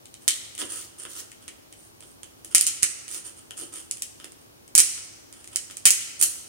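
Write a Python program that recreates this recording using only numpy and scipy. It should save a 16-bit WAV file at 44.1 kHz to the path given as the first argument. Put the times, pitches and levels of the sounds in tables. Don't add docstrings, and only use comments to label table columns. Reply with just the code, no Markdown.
import sys
import numpy as np
from scipy import signal
from scipy.fft import rfft, irfft
from scipy.io import wavfile

SR = 44100
rng = np.random.default_rng(int(sys.argv[2]) if len(sys.argv) > 2 else 0)


def persist_wave(psi):
    counts = np.round(np.clip(psi, -1, 1) * 32767).astype(np.int16)
    wavfile.write(sys.argv[1], SR, np.atleast_2d(counts).T)


N = 285768
TIME_S = np.arange(N) / SR

# frequency in Hz, relative density in dB per Hz.
AIR_SPECTRUM = [(15, -40), (25, -17), (92, -1), (200, -6), (335, 4.5), (427, -11), (476, -4.5),
                (2110, -16.5), (2990, -16), (3620, -18), (7310, -16), (9070, -39.5), (10400, -21.5),
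                (14800, -20.5), (16000, -36)]
# frequency in Hz, correlation from -1 to 1.
AIR_CORRELATION = [(40, 0.67), (80, 0.879), (140, -0.0235), (300, -0.66484), (600, -0.46), (2000, -0.6911),
                   (12000, -0.056)]
# frequency in Hz, rms level in dB.
HUM_TONES = [(84, -83), (107.7, -72), (339, -70.5)]
# frequency in Hz, time to fall 60 dB in seconds.
ROOM_T60 = [(300, .5), (1300, 1.3253), (3000, 1.0), (6000, 0.9791), (9000, 0.5), (15000, 0.631)]
# frequency in Hz, level in dB re the direct sound, before scatter is added.
ROOM_LEVELS = [(300, -1), (1300, -3.5), (3000, -3.5), (6000, -7), (9000, -7), (15000, -12.5)]
# delay in seconds, level in dB re the direct sound.
FIRST_ECHOES = [(.0069, -25), (0.0107, -9.5)]

# frequency in Hz, width in Hz, relative level in dB.
BURR_RESONANCES = [(4938.3, 1554.3, -6.5), (7014.5, 998.2, 2.5), (7793.8, 417, 6.5), (9076.1, 1190.3, 2.5)]
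SPLINTER_RESONANCES = [(10440, 3200, 5.5), (13828, 1100, 1), (15930, 1000, -0.5)]
BODY_RESONANCES = [(318.19, 33.59, -1.5), (543.31, 119.35, -11), (694, 1000, -21.5)]
GRIT_RESONANCES = [(4359, 910, -14), (5829.4, 676, -3.5), (6398, 1218.3, -3), (8254.5, 1240.7, 0.5),
                   (9247, 1013.8, 2.5), (11928, 5400, -13), (15000, 2900, -14.5)]
JAR_RESONANCES = [(1306.6, 204.87, -2.5), (1870.1, 301.88, 1.5), (2425.2, 650.3, 1), (3075, 350.2, 6),
                  (3978.1, 736.2, -1)]
CAP_RESONANCES = [(967.25, 64, -5), (1310, 217.1, 7.5), (1959.1, 470, -7), (2660.4, 560, -4),
                  (3054.6, 856.8, 6.5), (3909.5, 830, -8), (4953, 530, -1)]
# time in seconds, frequency in Hz.
FREE_REGION = [(.3, 3978), (.62, 2868), (1.05, 1379), (1.48, 2332), (2.55, 2494), (2.68, 2906),
               (2.82, 1900), (3.5, 3111), (4.24, 2473), (4.78, 2280), (5.86, 2450), (6.23, 2247)]

# centre in seconds, Gaussian sigma in seconds, level in dB before level_db.
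POWDER_PUFFS = [(0.804, 0.04095, -52), (1.117, 0.02184, -55.5), (1.192, 0.01915, -48.5),
                (3.144, 0.02568, -48.5)]
# start in seconds, peak level in dB before the high-pass.
OVERLOAD_THUMPS = [(2.547, -34), (2.831, -27), (4.7513, -26.5), (4.778, -37), (5.862, -28.5)]
# start in seconds, cap level in dB, hollow body level in dB.
CAP_KNOCKS = [(0.6165, -29.5, -36), (.626, -46, -35.5), (1.0518, -35, -41.5), (1.479, -46.5, -48),
              (2.025, -47, -54.5), (2.232, -42.5, -52.5), (2.447, -47, -48.5), (3.145, -56, -46.5),
              (3.508, -36, -46), (3.619, -43.5, -37.5), (4.2, -43, -58.5), (4.243, -40.5, -44),
              (4.978, -41, -52.5), (5.6996, -42, -49.5), (6.226, -29.5, -48.5)]
# start in seconds, time to release in seconds,
# grit level in dB before grit_db, cap rasp in dB re grit before rasp_db.
GRIT_SCRAPES = [(0.208, 0.0212, -49.5, -9), (.576, .056, -29.5, -9), (0.689, 0.09998, -32, -11.5),
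                (0.979, 0.0588, -38, -9), (1.078, 0.0566, -42.5, -18.5), (1.141, 0.06511, -39.5, -7),
                (1.408, 0.01645, -50, -3), (1.759, 0.1115, -52.5, -21), (2.004, 0.1156, -50.5, -20),
                (2.451, 0.03498, -47.5, -13.5), (2.501, 0.01976, -43.5, -5), (3.082, 0.09144, -33.5, -12),
                (3.24, 0.03173, -37, -11), (3.363, 0.02549, -44.5, -8), (3.563, 0.06734, -34, -11),
                (3.72, 0.08569, -36.5, -9), (4.195, .055, -59, 3.5), (4.382, 0.0405, -58, -21),
                (5.319, 0.14817, -52, -4.5), (5.511, 0.020423, -42.5, -4.5), (6.189, 0.025833, -27, -16),
                (6.216, 0.024521, -19.5, -27)]
# start in seconds, snap level in dB, jar ringing in dB re snap, splinters in
# dB re snap (each before its own offset in cracks), time for the pieces to lose PIECE_FADE_DB in seconds (0: none).
CRYSTAL_CRACKS = [(.056, -41.5, -5, -18, 0), (.141, -39, -5.5, -13, 0.001206), (.279, -12, -6, -6, 0),
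                  (0.2851, -13, -13.5, -19.5, 0.000028), (0.3069, -22, -3, -15.5, 0.00216),
                  (.551, -37, -7, -6.5, 0), (0.5788, -33.5, -3, -13.5, 0.002092),
                  (1.317, -39.5, -5, -15.5, 0), (1.4797, -34.5, -4, -19, 0.00962),
                  (1.726, -41.5, -5, -9, 0.000746), (2.006, -43, -8, -15, 0.000567),
                  (2.2324, -35.5, -16.5, -16.5, 0), (2.447, -35.5, -19, -1, 0.003941),
                  (2.548, -5, -12.5, -9.5, 0.010947), (2.5816, -13, -20, -20, 0.000035),
                  (2.61, -12.5, -16, -4, 0.000479), (2.6667, -14, -15, -12, 0.021),
                  (2.825, -24, -7.5, -12.5, 0.000209), (2.8306, -8, -13.5, -27.5, 0.0061),
                  (3.08, -34, -7.5, -13, 0.00312), (3.1456, -29.5, -12.5, -7.5, 0.000016),
                  (3.508, -38, -20.5, -10.5, 0), (3.9111, -21, -16, -20.5, 0),
                  (3.9706, -37, -9.5, -11.5, 0), (4.021, -22, -13.5, -7, 0.00005),
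                  (4.2441, -37, -7, -4.5, 0), (4.3196, -43.5, -12, -14.5, 0),
                  (4.678, -44.5, -10.5, -19.5, 0.00037), (4.7516, -6, -19.5, -9.5, 0.00779),
                  (4.7785, -4.5, -16, -12, .026), (4.8021, -8, -17, -8, 0),
                  (5.3265, -39.5, -10.5, -22.5, 0.000718), (5.4431, -40.5, -9, -16, 0.000299),
                  (5.475, -38, -9, -17.5, 0.001378), (5.5594, -15.5, -14, -11, 0),
                  (5.7101, -37, -6.5, -7, 0.000023), (5.7694, -29, -13.5, -10, 0.00023),
                  (5.8541, -5, -10, -5, .028), (5.9052, -7, -21, -9, .007), (6.213, -15.5, -14, -2, 0),
                  (6.2254, -12.5, -22, 2, 0.01379)]

AIR_DB, CUTOFF_HZ = -52, 15750
BITE_S, SAG_DB_PER_S, RELEASE_S = 0.01391, 22.5, 0.02403
BODY_RE_RASP_DB = -6.5
PIECE_GAP_S, PIECE_GAP_LOG_SPREAD = .006, .12
PIECE_RE_SNAP_DB, PIECE_FADE_DB = -4, 8.5


def from_db(db):
    return 10 ** (np.asarray(db) / 20)


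def rms_one(x):
    return x / np.sqrt(np.mean(x ** 2) + 1e-20)


def at_hz(points, hz):
    table_hz, values = np.array(points).T[:2]
    return np.interp(np.log(hz), np.log(table_hz), values)


def add(track, start_s, sound):
    at = round(start_s * SR)
    track[:, at:at + sound.shape[-1]] += sound[..., :N - at]


def pair(mid, side, correlation):
    correlation = np.clip(correlation, -1, 1)
    common = np.sqrt((1 + correlation) / 2) * mid
    return common + np.sqrt((1 - correlation) / 2) * np.array([side, -side])


def resonate(x, modes):
    out = 0
    for k, (hz, width_hz, db) in enumerate(modes):
        radius = np.exp(-np.pi * width_hz / SR)
        gain = (-1) ** k * from_db(db) * (1 - radius ** 2) / 2
        poles = [1, -2 * radius * np.cos(2 * np.pi * hz / SR), radius ** 2]
        out = out + signal.lfilter([gain, 0, -gain], poles, x + 1e-18)
    return out


def noise_bands(size):
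    edges_hz = np.geomspace(22, 17500, 21)
    white = rng.standard_normal((2, 2, size))
    for k, (low, high) in enumerate(zip(edges_hz, edges_hz[1:])):
        bandpass = signal.butter(2, [low, high], "band", fs=SR, output="sos")
        yield np.sqrt(low * high), signal.sosfilt(bandpass, white[k % 2])


def air_rush():
    rush = np.zeros((2, N))
    for hz, band in noise_bands(N):
        rush += from_db(at_hz(AIR_SPECTRUM, hz)) * pair(*band, at_hz(AIR_CORRELATION, hz))
    return from_db(AIR_DB) * rms_one(rush)


def appliance_hum():
    hum = np.zeros(N)
    for hz, db in HUM_TONES:
        hum += from_db(db) * np.sqrt(2) * np.sin(2 * np.pi * (hz * TIME_S + rng.random()))
    return hum


def kitchen(x, scatter_db, scatter_s, build_s, size=44100):
    age_s, response = np.arange(size) / SR, np.zeros((2, size))
    onset = 1 - np.exp(-(age_s / build_s) ** 2)
    scatter = from_db(scatter_db) * rms_one(onset * np.exp(-age_s / scatter_s))
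    for hz, band in noise_bands(size):
        tail = rms_one(onset * from_db(-60 * age_s / at_hz(ROOM_T60, hz)))
        envelope = np.hypot(tail, scatter) / np.sqrt(size)
        response += band * from_db(at_hz(ROOM_LEVELS, hz)) * envelope
    for delay_s, db in FIRST_ECHOES:
        response[:, round(delay_s * SR)] += from_db(db)
    return signal.fftconvolve(x, response, axes=1)[:, :N]


def overload_thumps(rise_s, size=2048):
    out, age = np.zeros((2, N)), np.arange(size) / SR / rise_s
    for start_s, db in OVERLOAD_THUMPS:
        add(out, start_s, from_db(db) * age * np.exp(1 - age))
    highpass = signal.butter(2, 22, "high", fs=SR, output="sos")
    return signal.sosfilt(highpass, out + 1e-18)


def grains(per_s, spread_db, grain_s, correlation):
    sizes = from_db(spread_db * np.minimum(rng.exponential(1, N), 3.5))
    born = rng.random(N) < per_s / SR
    decay = np.exp(-1 / (grain_s * SR))
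    energy = signal.lfilter([1], [1, -decay], born * sizes ** 2 + 1e-18)
    return np.sqrt(energy) * pair(*rng.standard_normal((2, N)), correlation)


def powder(level_db, grit_db):
    flow = np.zeros(N)
    for centre_s, sigma_s, db in POWDER_PUFFS:
        flow += from_db(db + level_db) * np.exp(-((TIME_S - centre_s) / sigma_s) ** 2 / 2)
    dust = grains(per_s=3400, spread_db=6.5, grain_s=0.000594, correlation=0.1078)
    hiss = rms_one(resonate(dust, [(14303, 4530, 0)]))
    grit = rms_one(resonate(dust, [(6675, 3987, 0)]))
    return flow * (hiss + from_db(grit_db) * grit)


def gripped(modes, time_s, grip_db):
    free_hz = np.interp(time_s, *np.transpose(FREE_REGION))
    return [(hz, width_hz, db - grip_db * abs(np.log2(hz / free_hz))) for hz, width_hz, db in modes]


def burst(force):
    spectrum = rfft(force * rng.standard_normal(force.shape))
    return force * irfft(spectrum / (np.abs(spectrum) + 1e-9))


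def strike(force, parts, correlation):
    push = pair(burst(force), burst(force), correlation)
    share = np.sqrt(.003 * SR / len(force))
    return sum(from_db(db) * share * rms_one(resonate(push, modes)) for modes, db in parts)


def knocks(contact_s, grit_db, grip_db, size=4096):
    out, force = np.zeros((2, N)), np.exp(-np.arange(size) / SR / contact_s)
    for start_s, cap_db, body_db in CAP_KNOCKS:
        held_cap = gripped(CAP_RESONANCES, start_s, grip_db)
        parts = [(held_cap, cap_db), (BODY_RESONANCES, body_db), (GRIT_RESONANCES, cap_db + grit_db)]
        add(out, start_s, strike(force, parts, correlation=0.24))
    return out


def scrape(length_s, size=22050):
    age_s = np.arange(size) / SR
    bite = np.minimum(age_s / BITE_S, 1)
    release = np.exp(-np.maximum(age_s - length_s, 0) / RELEASE_S)
    return bite * from_db(-SAG_DB_PER_S * age_s) * release


def grinding(grit_db, rasp_db):
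    levels = np.zeros((2, N))
    for start_s, length_s, db, cap_db in GRIT_SCRAPES:
        add(levels, start_s, from_db([[db], [db + cap_db]]) * scrape(length_s))
    grit, rasp = levels
    crush = grains(per_s=700, spread_db=2.8, grain_s=0.0006, correlation=0.1495)
    parts = [(grit, GRIT_RESONANCES, grit_db), (rasp, CAP_RESONANCES, rasp_db),
             (rasp, BODY_RESONANCES, rasp_db + BODY_RE_RASP_DB)]
    return sum(level * from_db(db) * rms_one(resonate(crush, modes)) for level, modes, db in parts)


def pieces(start_s, snap_db, run_s, count=5):
    snaps = [(start_s, snap_db)]
    gaps_s = PIECE_GAP_S * np.exp(PIECE_GAP_LOG_SPREAD * rng.standard_normal(count))
    if run_s > 0:
        for age_s in np.cumsum(gaps_s):
            fade_db = PIECE_FADE_DB * (age_s / run_s) ** 2
            snaps.append((start_s + age_s, snap_db + PIECE_RE_SNAP_DB - fade_db))
    return snaps


def cracks(fracture_s, crumble_s, crumble_db, shower_s, grip_db, snap_db, jar_db, splinter_db, body_db,
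           size=1024):
    out, age_s = np.zeros((2, N)), np.arange(size) / SR
    force = np.exp(-(age_s / fracture_s) ** 4) + from_db(crumble_db) * np.exp(-age_s / crumble_s)
    shower = np.exp(-age_s / shower_s)
    for start_s, first_db, jar, splinter, run_s in CRYSTAL_CRACKS:
        held_jar = gripped(JAR_RESONANCES, start_s, grip_db)
        for piece_s, db in pieces(start_s, first_db, run_s):
            parts = [(BURR_RESONANCES, db + snap_db), (held_jar, db + jar + jar_db),
                     (BODY_RESONANCES, db + body_db)]
            splinters = [(SPLINTER_RESONANCES, db + splinter + splinter_db)]
            add(out, piece_s, strike(force, parts, correlation=0.04))
            add(out, piece_s, strike(shower, splinters, correlation=0.12))
    return out


def scene():
    mill = powder(level_db=-1.0, grit_db=8.5)
    mill = mill + knocks(contact_s=0.0020925, grit_db=-4.5, grip_db=5)
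    mill = mill + grinding(grit_db=-5.0, rasp_db=-5)
    mill = mill + cracks(fracture_s=0.0027248, crumble_s=0.0017, crumble_db=9.5, shower_s=0.008, grip_db=6.5,
                         snap_db=-1.5, jar_db=-2.0, splinter_db=-2.5, body_db=-36.5)
    direct = mill * from_db([[-1.1], [1.1]])
    room = kitchen(mill, scatter_db=4.0, scatter_s=0.028057, build_s=0.0016)
    return air_rush() + appliance_hum() + room + overload_thumps(rise_s=0.0005) + direct


def record(dry):
    left, right = dry
    right = from_db(-0.9023) * right + resonate(right, [(9360.3, 608, 2.9555)])
    clipped = np.clip([left, right], -.85, .85)
    lowpass = signal.ellip(10, .1, 70, CUTOFF_HZ, fs=SR, output="sos")
    return signal.sosfilt(lowpass, clipped)


dry = scene()
out = record(dry)
persist_wave(out)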